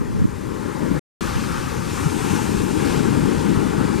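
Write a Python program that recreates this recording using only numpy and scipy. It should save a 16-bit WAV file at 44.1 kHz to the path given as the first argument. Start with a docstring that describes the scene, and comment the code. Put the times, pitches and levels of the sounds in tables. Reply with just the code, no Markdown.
"""Wind buffets and pops on a hand-held microphone over the low roar of surf on a beach at night.
Breakers roar and thud, water washes up the sand and foam hisses with tiny bursting bubbles, each
swelling in its own time. After a second comes a short silence, then the sea returns louder.
The microphone's two ports hollow out the surf near 700 Hz, and its colour shifts as they turn."""
import sys
import numpy as np
from scipy import signal
from scipy.fft import rfft, irfft
from scipy.io import wavfile
from scipy.ndimage import uniform_filter1d

SR = 44100
rng = np.random.default_rng(int(sys.argv[2]) if len(sys.argv) > 2 else 0)


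def to_wav(s):
    """Save 16-bit WAV."""
    ch = np.atleast_2d(s).T  # columns
    pcm = np.round(np.clip(ch, -1, 1) * 32767)  # PCM
    wavfile.write(sys.argv[1], SR, pcm.astype(np.int16))


N = 176400

# Faders for the deep rumble, the breakers and the wash up the sand: time_s, level_db
RUMBLE_SWELL = [(0, -35.5), (.45, -34), (.75, -39), (.92, -35.5), (1.4, -32), (2.3, -34), (2.6, -32.5),
                (3.1, -33), (3.55, -32), (4, -34.5)]
FIRST_ROAR = [(0, -34), (.22, -30), (.31, -35.5), (.4, -32), (.6, -30.5), (.79, -29), (.83, -21.5),
              (.895, -26.5), (.94, -21.5), (.99, -27.5)]
SECOND_ROAR = [(1.23, -28.5), (1.55, -29.5), (1.75, -29.5), (1.98, -28), (2.16, -28.5), (2.32, -24.5),
               (2.42, -26.5), (2.599, -24), (2.79, -26), (2.84, -22.5), (3.12, -21), (3.22, -22),
               (3.4, -23.5), (3.52, -22.5), (3.73, -23), (3.82, -21), (3.92, -25.5)]
FIRST_WASH = [(0.02, -41.5), (0.2, -41), (0.4, -42.5), (0.6, -38.5), (0.8, -36.5), (0.97, -37.5)]
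SECOND_WASH = [(1.23, -31.5), (1.3, -32), (1.45, -36), (1.55, -31.5), (1.66, -35.5), (1.74, -35),
               (1.872, -37), (1.94, -35.5), (1.985, -32), (2.13, -35.4), (2.24, -33.5), (2.35, -31.5),
               (2.5, -34.5), (2.73, -36), (2.88, -31.5), (3.05, -33), (3.4, -34), (3.58, -33.5),
               (3.72, -34), (3.83, -32), (3.97, -35)]
# Faders for the foam: time_s, hiss_db, fizz_db
FIRST_FOAM = [(0.02, -51, -52.5), (0.14, -48.7, -51.4), (0.3, -49.5, -51), (0.5, -48.0, -49.9),
              (0.7, -46, -48), (0.97, -44.5, -47)]
SECOND_FOAM = [(1.23, -38.5, -41), (1.309, -38, -41.1), (1.55, -39, -42), (1.82, -41.5, -43),
               (1.97, -38.5, -38.5), (2.12, -39.5, -39.5), (2.34, -36, -36.5), (2.5, -38, -39.5),
               (2.73, -40, -40.5), (2.83, -35.5, -39.2), (2.91, -34.5, -38), (3.07, -39, -41.5),
               (3.4, -39, -42), (3.72, -41, -44.0), (3.9, -39.5, -43.5), (3.99, -40, -43)]
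# Tone within each surf band, facing the ground, shielded by the body, in the open: freq_hz, gain_db
GROUND_EQ = [(25, -30.5), (43, -26), (80, -7.5), (200, 2), (310, -2.5), (443, -6.5), (560, -15.5),
             (627, -17), (695, -34.5), (760, -24), (840, -17.5), (1130, -18.5), (1320, -20.5),
             (1550, -22.5), (2000, -25.5), (2940, -32.5), (4500, -35), (6880, -34), (10000, -38.5),
             (14500, -47)]
SHIELDED_EQ = [(25, -26), (43, -13), (90, 1.5), (228, -1.5), (350, -4), (430, -12), (534, -11.5),
               (620, -23), (680, -30), (760, -14), (862, -9.5), (980, -13.5), (1190, -8), (1500, -12),
               (2150, -19.5), (2520, -17.5), (3180, -22.5), (6000, -24), (8740, -28), (12000, -34),
               (14500, -39)]
OPEN_EQ = [(25, -29), (43, -18), (134, -0.5), (200, 0.1), (285, 0.4), (468, -9), (549, -20.5), (627, -17),
           (685, -32), (796, -15.5), (886, -14.5), (1200, -19), (1470, -19), (2060, -26.5), (2500, -24.5),
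           (3180, -29.5), (5000, -32), (7000, -30), (8510, -32), (11000, -37.5), (14500, -47)]
def sea():
    """Two passages of surf and bubbles: one facing the ground, one turning from shielded to open."""
    passages = []
    for eq_from, eq_to, roar, wash, foam in [(GROUND_EQ, GROUND_EQ, FIRST_ROAR, FIRST_WASH, FIRST_FOAM),
                                             (SHIELDED_EQ, OPEN_EQ, SECOND_ROAR, SECOND_WASH, SECOND_FOAM)]:
        hiss, fizz = fader(foam), fader(foam, column=2)
        swells = [fader(RUMBLE_SWELL), fader(roar), fader(wash), hiss, fizz]
        passages.append(surf(eq_from, eq_to, swells) + bubbles(hiss))
    return passages


# Surf bands, in the order rumble, roar, wash, hiss, fizz: top_hz, trim_db, patchiness_db, flutter_db
SURF_BANDS = [(110, 0, -0.2, 2), (683, 0.5, 1.04, .5), (2050, 0, 1.22, -0.8), (5280, -0.5, 1.5, 0.45),
              (16000, 0, 1.5, 0.2)]
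# The microphone's turn: start_s, end_s
TURN = [1.8, 2.15]
def surf(eq_from, eq_to, swells, patch_s=.06, patch_hz=160, flutter_hz=22, size=1024):
    """Churning water: bands of patchy noise, each on its own swell, changing tone through the turn."""
    hop = size // 4
    hz, t = np.fft.rfftfreq(size, 1 / SR), np.arange(0, N + size, hop) / SR
    turned = np.interp(t, TURN, [0, 1])[:, None]
    colour = amp((1 - turned) * at_hz(eq_from, hz) + turned * at_hz(eq_to, hz))
    noise = port_noise(hz, len(t))
    patches = uniform_filter1d(rng.standard_normal(colour.shape), round(patch_s / t[1]), axis=0)
    patches = unit(uniform_filter1d(patches, round(patch_hz / hz[1]), axis=1))
    out, bottom_hz = np.zeros((2, N)), 0
    for (top_hz, trim_db, patch_db, flutter_db), swell in zip(SURF_BANDS, swells):
        band = colour * ((hz >= bottom_hz) & (hz < top_hz))
        spectra = noise * amp(patch_db * patches) * band / np.linalg.norm(band, axis=1, keepdims=True)
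        layer = signal.istft(spectra.transpose(0, 2, 1), nperseg=size, noverlap=size - hop)[1][:, :N]
        layer = layer * amp(flutter_db * wander(flutter_hz))
        out += layer / layer.mean(0).std() * swell * amp(trim_db)
        bottom_hz = top_hz
    return out


# Dull knocks within the roar: centre_s, half_width_s, peak_db, pitch_hz
BREAKER_THUDS = [(0.844, .005, -9.5, 194), (0.941, 0.0172, -22.5, 73), (2.0665, 0.0097, -7.5, 148),
                 (3.577, 0.0067, -7.5, 114), (3.9602, 0.0028, -3, 213)]
def thuds(size=4096):
    """A few low cycles each, reaching the ports as the surf does: left first and louder."""
    out, t = np.zeros((2, N)), (np.arange(size) - size / 2) / SR
    for centre_s, half_width_s, peak_db, hz in BREAKER_THUDS:
        burst = amp(peak_db) * np.exp(2j * np.pi * hz * t - (t / half_width_s) ** 2)
        right = amp(-at_hz(PORT_BALANCE, hz)) * np.exp(-1j * at_hz(PORT_PHASE, hz))
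        add(out, centre_s, np.outer([1, right], burst).real)
    return out


def bubbles(swell, pops_per_s=820, spread_db=2.5, trim_db=-8, pitches=20):
    """Tiny bubbles burst in the foam, each ringing for a few cycles."""
    out, t = np.zeros((2, N)), np.arange(256) / SR
    for hz in np.geomspace(1500, 11000, pitches):
        bursts = rng.random(N) < pops_per_s / pitches / SR
        strength = amp(spread_db * np.minimum(rng.exponential(1, N), 4))
        ring = np.sin(2 * np.pi * hz * t) * np.exp(-hz * t / 1.5)
        pops = np.convolve(bursts * strength, ring)[:N]
        out += np.outer([1, amp(-at_hz(PORT_BALANCE, hz))], pops)
    return amp(trim_db) * swell * unit(out)


# Fader for the gusts: time_s, level_db
WIND_GUSTS = [(0, -27), (.15, -22), (.26, -30), (.36, -40), (.8, -60), (1.25, -36.5), (1.42, -35),
              (1.68, -38), (1.8, -42), (2.4, -50), (3.15, -50), (3.32, -40), (3.47, -40), (3.72, -43),
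              (3.85, -45), (4, -40)]
# Their boomy tone: freq_hz, gain_db
WIND_EQ = [(15, -11), (35, -23), (60, -12), (90, 5.5), (140, -7.5), (250, -12.5), (600, -33.5),
           (2000, -72.5)]
def wind(lump_db=-2.5, lump_hz=14, correlation=-.93):
    """Lumpy low buffeting, mostly opposed at the two ports."""
    colour = amp(at_hz(WIND_EQ, np.fft.rfftfreq(N, 1 / SR)))
    left, unrelated = irfft(rfft(rng.standard_normal((2, N))) * colour, N)
    right = correlation * left + np.sqrt(1 - correlation ** 2) * unrelated
    lumps = amp(lump_db * wander(lump_hz))
    return fader(WIND_GUSTS) * unit(np.array([left, right]) * lumps)


# Wind pops on the ports: centre_s, half_width_s, peak_db, right_minus_left_db
WIND_POPS = [(.015, 0.0014, -8, -0.5), (0.127, 0.0011, -17, -6), (0.151, 0.0018, -13, -0.5),
             (.2045, .002, -15, -4), (.2203, 0.0014, -4.5, -6), (0.2263, 0.0017, -9, 1.5),
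             (0.2454, 0.0014, -7, 3), (0.255, 0.0012, -3.5, 2.5), (1.364, 0.0026, -13, 3),
             (1.59, .005, -22, 1), (1.7128, 0.0015, -14, -6)]
def eddies(size=4096):
    """Each eddy pushes one port and pulls the other: a pressure pulse with a rebound on either side."""
    out, t = np.zeros((2, N)), (np.arange(size) - size / 2) / SR
    for centre_s, half_width_s, peak_db, right_db in WIND_POPS:
        u = t / half_width_s
        pulse = amp(peak_db) * (1 - u ** 2) * np.exp(-u ** 2 / 2)
        add(out, centre_s, np.outer([1, -amp(right_db)], pulse))
    return out


# Phase between the ports: freq_hz, left_lead_rad
PORT_PHASE = [(20, .5), (43, .75), (86, 1.03), (130, 1.3), (236, 2), (300, 2.8), (390, 3.1), (500, 3.54),
              (600, 4.8), (780, 4.27), (1300, 5), (2000, 5.56), (2900, 6.25), (7000, 6.23), (10400, 5.3),
              (14000, 5.8)]
# Lean to the left: freq_hz, left_minus_right_db
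PORT_BALANCE = [(60, 3), (92, 2.5), (140, 6.6), (210, 11), (330, 17.6), (500, 13.8), (770, 11.2),
                (1170, 6.9), (1790, 3.6), (2740, 2.4), (4190, 2.3), (6410, 6.8), (9810, 6.3), (15000, 8)]
# How alike the two sides sound: freq_hz, coherence
PORT_COHERENCE = [(40, 0.81), (100, 0.97), (280, 1), (560, 0.81), (850, 0.88), (1500, 0.98), (2100, 0.84),
                  (3200, 0.98), (6500, 0.83), (8500, 0.59), (11000, .35), (14500, .12)]
def port_noise(hz, frames):
    """Noise spectra at the two ports: partly alike, the left louder and leading in phase."""
    shape = (2, frames, len(hz))
    left, unrelated = rng.standard_normal(shape) + 1j * rng.standard_normal(shape)
    alike = np.clip(at_hz(PORT_COHERENCE, hz), 0, .995)
    lead, gain = at_hz(PORT_PHASE, hz), amp(-at_hz(PORT_BALANCE, hz))
    right = gain * np.exp(-1j * lead) * (alike * left + np.sqrt(1 - alike ** 2) * unrelated)
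    mono_gain = np.sqrt(1 + gain ** 2 + 2 * gain * alike * np.cos(lead))
    return np.array([left, right]) / mono_gain


def amp(db):
    """Decibels to gain."""
    return 10 ** (np.asarray(db) / 20)


def unit(x):
    """Scales to rms 1."""
    return x / np.sqrt(np.mean(abs(x) ** 2) + 1e-20)


def at_hz(points, hz):
    """Reads a table on a log-frequency axis."""
    f, value = np.transpose(points)
    return np.interp(np.log(hz + 1), np.log(f + 1), value)


def fader(rows, column=1):
    """Gain at every sample from one dB column of a curve."""
    rows = np.array(rows)
    return amp(np.interp(np.arange(N) / SR, rows[:, 0], rows[:, column]))


def add(mix, centre_s, sound):
    """Mixes a stereo sound in around its centre."""
    start = round(centre_s * SR) - sound.shape[1] // 2
    sound = sound[:, max(-start, 0):]
    part = mix[:, max(start, 0):][:, :sound.shape[1]]
    part += sound[:, :part.shape[1]]


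def wander(hz):
    """Slow random drift of rms 1, rolling off above hz."""
    f = np.fft.rfftfreq(N, 1 / SR)
    return unit(irfft(rfft(rng.standard_normal(N)) * f / (f + 4) / (1 + (f / hz) ** 2), N))


# When each passage sounds: start_s, end_s
PASSAGES = [(0, .995), (1.2085, 4)]
def scene(fade_s=.002):
    """Two passages of sea with wind over them, cut hard to silence in between."""
    low_end = wind() + eddies() + thuds()
    mix, t = np.zeros((2, N)), np.arange(N) / SR
    for water, (start_s, end_s) in zip(sea(), PASSAGES):
        gate = (t >= start_s) * np.clip((end_s - t) / fade_s, 0, 1)
        mix += (water + low_end) * gate
    return mix


def record(dry, cutoff_hz=14450):
    """A steep low-pass takes off the very top of the fizz."""
    lowpass = signal.firwin(301, cutoff_hz, window=("kaiser", 9), fs=SR)
    return signal.oaconvolve(dry, lowpass[None], "same")


dry = scene()
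out = record(dry)
to_wav(out)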